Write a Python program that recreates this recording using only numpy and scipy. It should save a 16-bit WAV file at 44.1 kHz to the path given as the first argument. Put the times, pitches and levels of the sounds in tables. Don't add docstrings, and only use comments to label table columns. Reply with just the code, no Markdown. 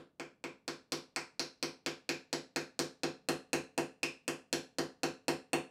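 import sys
import numpy as np
from scipy import signal
from scipy.fft import rfft, irfft
from scipy.io import wavfile
from scipy.ndimage import uniform_filter1d

SR = 44100
rng = np.random.default_rng(int(sys.argv[2]) if len(sys.argv) > 2 else 0)


def pcm_store(signal):
    levels = np.round(np.clip(np.atleast_2d(signal), -1, 1) * 32767)
    wavfile.write(sys.argv[1], SR, levels.astype(np.int16).T)


def volts(x):
    e = np.asarray(x, float) / 20
    return 10 ** e


N = 251370
LEAD = 4410

# start in seconds, then thump, bench, board and face levels in dB.
BLOWS = [(-0.045, 5, -7, -30, -55), (0.1975, 6, -2, -1, -10.5), (0.44, 8.5, -5, 0.5, -12.5),
         (0.6788, 9.5, -0.5, -2.5, -2.5), (0.9208, 12.5, -1, -2.5, 1), (1.1616, 6.5, 4, 1, -1.5),
         (1.3949, 9.5, 1, 1.5, 2.1), (1.6272, 13, -2.5, 0, 1.7), (1.862, 12.5, 2, 2, -0.5),
         (2.091, 13.5, 1.5, 5.5, 1.5), (2.3287, 14, 5, -1.2, 0.2), (2.5608, 14, 4, 3.5, -2),
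         (2.7916, 16.5, 5.5, -2.2, 0.4), (3.034, 17, 7.5, -1, -0.5), (3.287, 18.5, 10.5, 3, -5.5),
         (3.5313, 18.5, 11.5, 9.5, -4.5), (3.7778, 18, 13, 1.3, -9), (4.031, 11.5, -0.5, 7.5, -2.5),
         (4.279, 14.5, 3, 7, -7), (4.5283, 16, 5, 4.5, -1), (4.785, 17.5, 7, -5, -1),
         (5.033, 17.5, 11.5, 4, -2), (5.2818, 19, 13, 4, -5.5), (5.5318, 19, 15.5, 8, -16)]


def read(points, hz):
    point_hz, value = np.transpose(points)
    return np.interp(np.log(hz + 1), np.log(point_hz + 1), value)


def causal(gain):
    return np.exp(np.conj(signal.hilbert(np.log(gain))))


def body(modes):
    t = np.arange(SR // 2) / SR
    hz, db, t60, polarity = np.transpose(modes)[:, :, None]
    tones = polarity * volts(db - 60 * t / t60) * np.sin(2 * np.pi * hz * t + 1)
    swell = 1 - .62 * np.exp(-t / .0215)
    onset = np.minimum(t / .0006, 1)
    return tones * swell * onset


def thump():
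    # Hz, level in dB, t60 in seconds, polarity
    air_and_bench = [(80.8, -24.3, 0.19, -1), (82.7, -17.6, 0.07, 1), (93.7, -28.7, 0.29, -1),
                     (146.1, -19.9, 0.25, 1), (153.7, -12.5, 0.25, -1), (178.7, -26.3, 0.32, 1),
                     (197.4, -22.6, 0.3, 1), (206.7, -21.5, 0.29, 1), (238.3, -14.1, 0.16, 1),
                     (240.3, -20.4, 0.31, -1), (250.4, -16.0, 0.26, 1), (253.6, -9.5, 0.22, -1),
                     (260.3, -16.6, 0.26, -1), (269.6, -12.2, 0.31, -1), (291.9, -16.0, 0.25, 1),
                     (305.6, -10.9, 0.16, 1), (316.1, -14.1, 0.14, -1), (328.7, -17.8, 0.28, -1),
                     (329.6, -9.8, 0.11, 1), (339.0, 0.0, 0.18, 1), (344.2, -8.9, 0.22, -1), (355.6, -10.8, 0.2, -1),
                     (370.6, -14.1, 0.22, -1), (384.1, -3.5, 0.1, 1), (394.8, -12.5, 0.22, -1),
                     (406.4, -17.9, 0.27, 1), (421.2, -15.8, 0.2, 1), (439.5, -18.5, 0.38, -1),
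                     (445.3, -27.5, 0.38, 1), (457.2, -21.5, 0.28, -1),
                     (464.3, -21.8, 0.31, -1), (483.2, -4.7, 0.13, 1), (491.8, -21.7, 0.24, -1),
             (499.3, -11.9, 0.22, 1), (512.8, -22.5, 0.38, -1), (518.0, -8.5, 0.2, 1),
             (522.9, -25.0, 0.38, 1), (533.6, -17.2, 0.28, 1), (536.1, -12.5, 0.16, -1),
             (541.7, -14.6, 0.2, 1), (559.5, -18.7, 0.2, 1), (571.8, -20.2, 0.24, 1),
             (589.8, -22.0, 0.21, 1), (629.1, -25.4, 0.26, -1), (645.0, -16.7, 0.13, 1),
             (661.2, -11.3, 0.14, 1), (675.4, -13.9, 0.13, -1), (708.9, -12.0, 0.07, -1),
             (735.1, -29.4, 0.36, 1), (743.8, -18.3, 0.28, -1), (773.7, -10.1, 0.12, 1),
             (785.2, -26.8, 0.28, 1), (836.6, -17.8, 0.18, -1), (863.9, -16.9, 0.16, -1),
             (884.0, -28.5, 0.23, 1), (947.1, -15.9, 0.17, -1), (996.0, -18.8, 0.15, 1),
             (1020.6, -27.4, 0.26, 1), (1046.2, -26.7, 0.18, -1), (1059.1, -38.3, 0.27, 1)]
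    modes = np.array(air_and_bench)
    thump_db, bench_db = np.transpose(BLOWS)[1:3, :, None]
    deep = np.clip((250 - modes[:, 0]) / 60, 0, 1)
    high = np.clip((modes[:, 0] - 560) / 150, 0, 1)
    db = thump_db - 42.5
    db = db + deep * 0.047 * (thump_db - 23.5)
    db += high * (bench_db + 8 - thump_db)
    db += (.5 + 1.7 * high) * rng.standard_normal(db.shape)
    out = np.zeros(N + LEAD + SR)
    for blow, sound in zip(BLOWS, volts(db) @ body(modes)):
        at = round(blow[0] * SR) + LEAD - 7
        out[at:at + len(sound)] += sound
    return out[:N + LEAD]


def shudder():
    start, thump_db = np.transpose(BLOWS)[:2]
    spikes = np.zeros(N + LEAD)
    spikes[np.round(start * SR).astype(int) + LEAD] = volts(1.24 * thump_db - 59)
    t = np.arange(SR // 3) / SR
    jolt = volts(-60 * t / 0.32) * np.minimum(t / 0.0084, 1)
    swell = signal.oaconvolve(spikes, jolt)[:N + LEAD]
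    low = signal.butter(N=2, Wn=[35, 110], btype="band", fs=SR, output="sos")
    return signal.sosfilt(low, swell * rng.standard_normal(N + LEAD))


def ring_power(s, parts_db, f):
    # Hz
    # while the joint is loose, Hz once seated, width in Hz, level in dB.
    rings = [(660, 660, 100, -1), (1020, 760, 100, 0), (1420, 3100, 110, -9), (1540, 1705, 560, -3.34),
             (2000, 1800, 580, -8.5), (2360, 2653, 404, 0.33), (4300, 4174, 260, -12.5),
             (4850, 5100, 2180, -0.44), (6600, 6900, 800, -15), (7700, 8150, 540, -16),
             (9700, 10100, 1400, -24.5), (11900, 11800, 1900, -27)]
    # thump, bench, board and face shares in dB per dB.
    drive = [(0.35, .2, .02, .02), (0.073, 0.085, .1, .1), (0.37, 0.083, .05, 0.22),
             (0.091, 0.53, .05, .05), (.05, .1, 0.15, 0.48), (.01, .01, 0.96, .01), (0.87, .05, 0.042, 0.9),
             (0.0034, .01, .05, 1), (0.37, .05, .1, .6), (0.48, .05, 0.067, 0.27), (0.25, .05, 0.16, 0.82),
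             (0.48, .05, .05, 0.83)]
    seated_s, seating_s = 2.64, 0.91
    stray_pitch, stray_db = 0.012, 0.85
    loose_hz, seated_hz, width, ring_db = np.transpose(rings)[:, :, None]
    detune, spot = rng.standard_normal((2, len(rings), 1))
    home = .5 + .5 * np.tanh((s - seated_s) / seating_s)
    hz = (loose_hz + home * (seated_hz - loose_hz)) * (1 + stray_pitch * detune)
    db = ring_db + np.dot(drive, parts_db)[:, None] + stray_db * spot
    power = volts(db) ** 2 / (1 + (2 * (f - hz) / width) ** 2) ** 1.66
    return power.sum(axis=0)


def catch_power(s, f):
    # time of the blow in seconds, Hz, width in Hz, level in dB.
    catches = [(0.44, 1140, 900, -9), (1.1615, 950, 200, 6), (1.1615, 2000, 800, 4.5),
               (1.1615, 8000, 1900, -6.5), (1.1615, 4470, 800, 0), (1.3948, 9600, 850, -12),
               (1.6271, 5660, 900, 0), (1.6271, 3020, 910, -5), (1.8619, 2780, 710, 0),
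               (2.091, 1680, 500, 5.5), (2.3287, 3000, 895, -3.5), (2.3287, 7880, 300, -4),
               (2.5606, 1750, 594, 5), (2.7916, 8300, 1100, -7), (3.5314, 6430, 900, -4),
               (2.5606, 6230, 250, -7), (3.287, 4230, 230, 4.5), (4.031, 2480, 330, 12.5),
               (4.031, 5160, 600, 3), (4.031, 1050, 400, 4), (4.2789, 10100, 1490, -33),
               (4.5284, 2390, 300, 3), (4.5284, 5600, 900, -5), (4.5284, 4300, 350, 8.5),
               (5.033, 4410, 300, 3.7), (5.2818, 4300, 200, -7), (5.5319, 4350, 200, 5)]
    power = np.zeros(len(f))
    for catch_s, hz, width, db in catches:
        if abs(catch_s - s) < .1:
            power += volts(db) ** 2 / (1 + (2 * (f - hz) / width) ** 2) ** 2.4
    return power


def click_gain(thump_db, f):
    # Hz, level in dB.
    click = [(1150, 3.5), (1900, -4.5), (3400, -7.5), (5800, -12.5), (9000, -17), (12000, -25),
             (15000, -28)]
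    return volts(read(click, f) - 14.5 + 0.81 * thump_db)


def rim_gain(s, f):
    # time in seconds, treble lift in dB.
    rim = [(0.2, -7), (0.92, 0), (1.39, -3), (1.86, -2.5), (2.56, 0.5), (2.79, 0.5), (3.03, -6.5),
           (3.29, 5), (4.03, 2), (4.28, 6.5), (4.78, -2), (5.53, 5)]
    rim_hz = 6500
    return volts(np.interp(s, *np.transpose(rim)) / (1 + (rim_hz / (f + 1)) ** 6))


def grain_gains():
    lumps = rng.standard_normal((len(BLOWS), 2048))
    lumps = uniform_filter1d(uniform_filter1d(lumps, size=16), size=16)
    mirrored = np.roll(lumps[:, ::-1], 1, axis=1)
    return volts(1.12 * (lumps + mirrored) / lumps.std() / np.sqrt(2))


def cracks():
    out = np.zeros(N + LEAD)
    f = abs(np.fft.fftfreq(2048, 1 / SR))
    settle = uniform_filter1d(rng.standard_normal((len(BLOWS), 1025)), size=40, axis=1)
    lag = .0007 * (1 + np.tanh(8.0 * settle))
    small = volts(-28.5) + 1 / (1 + (720 / (f + 1)) ** 4)
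    fade = np.hanning(2048)[1024:]
    for (s, *parts_db), late, grain in zip(BLOWS, lag, grain_gains()):
        rings = ring_power(s, parts_db, f) + catch_power(s, f)
        contact = np.sqrt(click_gain(parts_db[0], f) ** 2 + rings)
        colour = causal(small * rim_gain(s, f) * grain * contact)[:1025]
        smear = np.exp(-2j * np.pi * np.cumsum(late) * f[1])
        at = round(s * SR) + LEAD
        out[at:at + 1024] += fade * irfft(colour * smear)[:1024]
    return out


def workshop(tail_db):
    # Hz, level in dB.
    facing = [(600, -11), (1700, -10), (2600, -1.5), (3500, -5), (4300, 1.5), (5000, -6.5), (7000, 0.5),
              (8000, 6), (9000, 3.5), (10200, -1), (12500, -3.5), (15000, -1)]
    # delay in seconds, level in dB.
    echoes = [
        (.004, -12.5),
        (.0058, -25),
        (.0075, -17),
        (.0098, -15.5),
        (0.0141, -17),
        (0.021, -25),
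    ]
    # Hz, t60 in seconds.
    tail = [(400, 0.5), (1060, 0.28), (2790, 0.29), (7350, 0.26), (11000, 0.25), (15500, 0.09)]
    size = SR // 2
    reflections = rng.choice([-1., 1.], size) * (rng.random(size) < .25)
    reflections *= np.clip((np.arange(size) / SR - .001) / 0.0033, 0, 1)
    hz, t, z = signal.stft(reflections, SR, nperseg=128)
    t60 = read(tail, hz)[:, None]
    z *= volts(-60 * t / t60) + volts(-30.0 - 60 * t / (0.89 * t60))
    z /= np.linalg.norm(z, axis=1)[:, None]
    answer = signal.istft(z, SR, nperseg=128)[1]
    answer *= volts(tail_db) / np.linalg.norm(answer)
    direct_gain = volts(read(facing, abs(np.fft.fftfreq(256, 1 / SR))))
    answer[:256] += np.fft.ifft(causal(direct_gain)).real
    for s, db in echoes:
        answer[round(s * SR)] += volts(db)
    return answer


def hush():
    # Hz, level in dB per Hz.
    floor = [(20, -3), (60, -5), (200, 4.5), (600, -9.5), (2000, -32), (6000, -32.5), (16000, -39)]
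    spectrum = rfft(rng.standard_normal(N)) * volts(read(floor, np.fft.rfftfreq(N, 1 / SR)))
    noise = irfft(spectrum, N)
    return volts(-76) * noise / noise.std()


def scene():
    bright = signal.oaconvolve(cracks(), workshop(tail_db=-0.59))[:N + LEAD]
    struck = bright + thump() + shudder()
    return (struck[LEAD:] + hush())[None]


def top_cut(x):
    return signal.sosfilt(signal.butter(12, 16750, fs=SR, output="sos"), x)


def record(dry):
    band = signal.butter(N=2, Wn=40, btype="high", fs=SR, output="sos")
    top = signal.firwin2(255, [0, 15800, 16000, 16600, 16800, SR / 2], [1, 1, .06, .04, 0, 0], fs=SR)
    mix = signal.oaconvolve(signal.sosfilt(band, dry), top[None], "same")
    return top_cut(mix)


dry = scene()
out = record(dry)
pcm_store(out)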